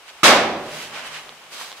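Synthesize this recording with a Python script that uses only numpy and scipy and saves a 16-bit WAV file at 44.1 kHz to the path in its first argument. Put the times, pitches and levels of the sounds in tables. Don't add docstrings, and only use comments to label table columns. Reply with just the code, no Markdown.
import sys
import numpy as np
from scipy import signal
from scipy.io import wavfile

SR = 44100
rng = np.random.default_rng(int(sys.argv[2]) if len(sys.argv) > 2 else 0)


def waveform_to_disk(signal):
    frames = np.transpose(np.atleast_2d(signal))
    scaled = np.clip(frames, -1, 1) * 32767
    samples = np.round(scaled).astype(np.int16)
    wavfile.write(sys.argv[1], SR, samples)


N = 79380


def from_db(db):
    return 10 ** (np.asarray(db) / 20)


def rms_one(x):
    return x / np.sqrt(np.mean(x ** 2) + 1e-20)


def clock():
    return np.arange(N) / SR


def in_time(rows):
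    return np.interp(clock(), *np.transpose(rows))


def at_hz(rows, hz):
    row_hz, value = np.transpose(rows)
    return np.interp(np.log(hz), np.log(row_hz), value)


def flutter(per_s):
    knots = rng.standard_normal(N)
    return rms_one(np.interp(clock() * per_s, np.arange(N), knots))


def rising(start, attack):
    return 1 - np.exp(-np.maximum(clock() - start, 0) / attack)


def dying(start, t60, hold=0):
    age = clock() - start
    return (age >= 0) * from_db(-60 * np.maximum(age - hold, 0) / t60)


def ring(start, hz, t60):
    return np.sin(2 * np.pi * hz * (clock() - start)) * dying(start, t60)


def cut(x, hz, kind, order):
    return signal.sosfilt(signal.butter(order, hz, kind, fs=SR, output="sos"), x)


def panned(x, left_db):
    return x * from_db([[left_db / 2], [-left_db / 2]])


# frequency in Hz, left-right correlation.
MIC_LIKENESS = [(30, 0.97), (120, 1), (350, 0.98), (750, 0.87), (1000, 0.95), (1300, 0.54), (2300, 0.44),
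                (3300, 0.026), (5600, -.1), (8000, 0.14), (14000, -0.12)]
def diffuse_bands(spectrum):
    edges = 25 * 2 ** (np.arange(29) / 3)
    centres, bands = np.sqrt(edges[1:] * edges[:-1]), []
    white = rng.standard_normal((2, 2, N + SR // 2))
    for k, hz in enumerate(centres):
        mid, side = cut(white[k % 2], edges[k:k + 2], "band", order=3)[:, -N:]
        alike = np.clip(at_hz(MIC_LIKENESS, hz), -.9, .995)
        width = np.sqrt((1 - alike) / (1 + alike))
        bands.append(from_db(at_hz(spectrum, hz)) * (mid + width * side * [[1], [-1]]))
    return centres, np.array(bands) / np.std(sum(bands))


def diffuse_noise(spectrum):
    _, bands = diffuse_bands(spectrum)
    return bands.sum(0)


def friction(spectrum, grain_db=1):
    return rms_one(diffuse_noise(spectrum) * from_db(grain_db * flutter(per_s=770)))


# frequency in Hz, relative level in dB per Hz.
ROOM_SPECTRUM = [(30, -13), (60, -15), (130, -18.5), (300, -11.5), (600, -2), (1100, -2), (1900, -6.5),
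                 (2600, -2.5), (4000, -12), (9000, -19), (15500, -27.5)]
# time in seconds, level in dB.
ROOM_LEVEL = [(0, -47), (.22, -44), (.7, -43.5), (1.25, -41.5), (1.38, -45), (1.8, -44)]
def room_tone():
    return from_db(in_time(ROOM_LEVEL)) * diffuse_noise(ROOM_SPECTRUM)


# peak time, rise and fall in seconds, level in dB, treble edge in Hz.
CLOTH_SWISHES = [(.095, .018, 0.013, -39, 7000), (0.811, 0.1, 0.062, -33, 14100),
                 (0.971, 0.027, 0.044, -31.5, 5000), (1.07, 0.023, 0.018, -34.5, 6070),
                 (1.155, .035, 0.042, -31.5, 4830)]
# frequency in Hz, relative level in dB per Hz.
CLOTH_SPECTRUM = [(530, -37), (900, -9), (2330, -5.5), (2500, -4.5), (3450, -6.5), (3980, -19.5),
                  (4270, -11.5), (15400, -24)]
def clothes():
    t, out = clock(), 0
    rub = cut(friction(CLOTH_SPECTRUM), 515, "high", order=2)
    for peak, rise, fall, db, edge_hz in CLOTH_SWISHES:
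        motion = np.exp(-.5 * ((t - peak) / np.where(t < peak, rise, fall)) ** 2)
        out = out + from_db(db) * motion * cut(rub, edge_hz, "low", order=1)
    return out


# frequency in Hz, level in dB, time to fall 60 dB in seconds.
LEAF_MODES = [(165, -20.5, 0.18), (315, -14.5, 0.058)]
def latch_and_leaf(start=.2321):
    thump = sum(from_db(db) * ring(start, hz, t60) for hz, db, t60 in LEAF_MODES)
    clack = from_db(-4) * ring(start, hz=1256, t60=0.039)
    return cut(clack + thump, 167, "high", order=3)


# start in seconds, relative level in dB, extra bass in dB.
DOOR_BLOWS = [(.232, 0.5, 2.5), (0.2387, 3, -8), (0.254, 3, 0), (.283, -6, 7.5), (.378, -28, -4)]
# frequency in Hz, relative level in dB per Hz.
BANG_SPECTRUM = [(30, -31), (70, -32.5), (115, -26.5), (160, -19), (220, -9), (340, -6), (430, -6.5),
                 (650, -4), (1200, -5), (2000, -6.5), (3500, -10), (7400, -18), (11000, -24.5),
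                 (13000, -32), (15500, -35)]
# frequency in Hz, time to fall 60 dB in seconds.
SHAFT_T60 = [(40, 2.1), (150, 1.36), (300, 0.98), (600, 0.96), (1200, 0.67), (2500, 0.56), (5000, .455),
             (9000, 0.29), (15000, 0.33)]
# frequency in Hz, build-up time in seconds.
ECHO_BUILD_UP = [(60, 0.0041), (250, .03), (600, 0.022), (1500, 0.0028), (10000, 0.0021)]
SLAM_S, HOLD_S, SWELL_S = DOOR_BLOWS[0][0], 0.0078, 0.026
def bang(level_db=-10.5, bass_edge_hz=340):
    out = 0
    for hz, band in zip(*diffuse_bands(BANG_SPECTRUM)):
        t60, build_up = at_hz(SHAFT_T60, hz), at_hz(ECHO_BUILD_UP, hz)
        bass_share = 1 / (1 + (hz / bass_edge_hz) ** 2)
        power = 0
        for start, db, bass_db in DOOR_BLOWS:
            strength = from_db(db + bass_share * bass_db)
            near = dying(start, t60, HOLD_S)
            far = from_db(-16) * dying(start, t60=min(2.6, 2 * t60))
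            power = power + strength ** 2 * (near ** 2 + far ** 2) * rising(start, build_up)
        out = out + band * np.sqrt(power)
    return from_db(level_db) * out


# frequency in Hz, relative level in dB.
DOOR_RESONANCES = [(228, -5.5), (342, -4.5), (375, -2), (490, -2), (533, -4), (581, 2.5), (633, 4),
                   (711, 1), (785, 4.5), (876, -9), (1001, 2), (1088, 1.5), (1226, 4.5), (1303, 6),
                   (1757, -0.5), (1982, 2), (2115, -2), (2213, 4), (3246, 0.5), (3529, 4.5)]
def door_ring(level_db=-21):
    out = 0
    for hz, db in DOOR_RESONANCES:
        alike = np.clip(at_hz(MIC_LIKENESS, hz), -1, 1)
        side_shift = np.arccos(alike) / 2 * rng.choice([-1, 1])
        phase = 2 * np.pi * (hz * clock() + rng.random()) + 0.38 * flutter(per_s=24.75)
        tone = np.sin(phase + side_shift * np.array([[1], [-1]]))
        out = out + from_db(db) * tone * dying(SLAM_S, at_hz(SHAFT_T60, hz), HOLD_S)
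    return from_db(level_db) * rising(SLAM_S, SWELL_S) * out


# frequency in Hz, level in dB, time to fall 60 dB in seconds.
STANDING_WAVES = [(106.5, -46.5, 2.43), (152, -45.5, 2.9), (157.5, -44.5, 2.96), (229.2, -42, 1.83),
                  (252, -41.5, 2.4), (431, -42.5, 2.6), (596, -40, 2.9)]
def shaft_hum(waver_db=3.0):
    hum = sum(from_db(db + waver_db * flutter(per_s=13.7)) * ring(SLAM_S, hz, t60)
              for hz, db, t60 in STANDING_WAVES)
    return rising(SLAM_S, SWELL_S) * hum


# frequency in Hz, relative level in dB per Hz.
STEP_SPECTRUM = [(30, -6), (70, -16), (200, -26), (450, 3.5), (1200, 7.5), (2000, 0.5), (8000, -42)]
def footfall(start=0.904):
    envelope = rising(start, attack=0.031) * dying(start, t60=1)
    return from_db(-32.5) * envelope * diffuse_noise(STEP_SPECTRUM)


# peak time in seconds, width in seconds, level in dB.
FABRIC_CATCHES = [(1.071, 0.0073, -45), (1.14, .03, -52)]
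# frequency in Hz, relative level in dB per Hz.
CATCH_SPECTRUM = [(3000, -40), (7000, -14), (8800, 3), (11000, -17), (15000, -10)]
def fabric_zips():
    motion = sum(from_db(db) * np.exp(-.5 * ((clock() - peak) / width) ** 2)
                 for peak, width, db in FABRIC_CATCHES)
    return motion * friction(CATCH_SPECTRUM)


# start in seconds, sharp snap in dB, dull knock in dB.
GRIT_TICKS = [(1.2928, -17.5, -25), (1.325, -44, -24.5), (1.6123, -54, -17), (1.7173, -18, -26),
              (1.7276, -19, -24)]
def grit():
    ticks = 0
    for start, snap_db, knock_db in GRIT_TICKS:
        snap = from_db(snap_db) * ring(start, hz=3580, t60=0.0019)
        knock = from_db(knock_db) * ring(start, hz=1080, t60=0.0028)
        ticks = ticks + snap + knock
    ticks = cut(ticks, 500, "high", order=2)
    ticks = cut(ticks, 5320, "low", order=3)
    walls = rms_one(rng.standard_normal((2, N)) * dying(0, t60=0.11)) / np.sqrt(N)
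    echo = signal.fftconvolve(ticks[None], walls, axes=1)[:, :N]
    return ticks + from_db(-9) * echo


# time in seconds, level in dB.
SCUFF_LEVEL = [(1.49, -58), (1.53, -36), (1.58, -36), (1.615, -32.5), (1.66, -37), (1.72, -41),
               (1.755, -52), (1.777, -42), (1.8, -47)]
# frequency in Hz, relative level in dB per Hz.
SOLE_SPECTRUM = [(88, -54), (150, -20.5), (471, -13), (519, -9), (668, -12), (736, -6.5), (1340, -5),
                 (1660, -7.5), (3970, -8), (15400, -24.5)]
def shoe_scuff():
    return from_db(in_time(SCUFF_LEVEL)) * friction(SOLE_SPECTRUM)


def scene():
    door = latch_and_leaf() + bang() + door_ring() + shaft_hum()
    climber = clothes() + fabric_zips() + footfall() + shoe_scuff() + grit()
    return panned(door, left_db=-1.5) + panned(climber, left_db=-2) + room_tone()


def record(dry, mic_top_hz=14200, cutoff_hz=15700):
    squashed = cut(np.tanh(dry), mic_top_hz, "low", order=2)
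    steep_low_pass = signal.ellip(10, .1, 60, cutoff_hz, fs=SR, output="sos")
    return signal.sosfiltfilt(steep_low_pass, squashed)


dry = scene()
out = record(dry)
waveform_to_disk(out)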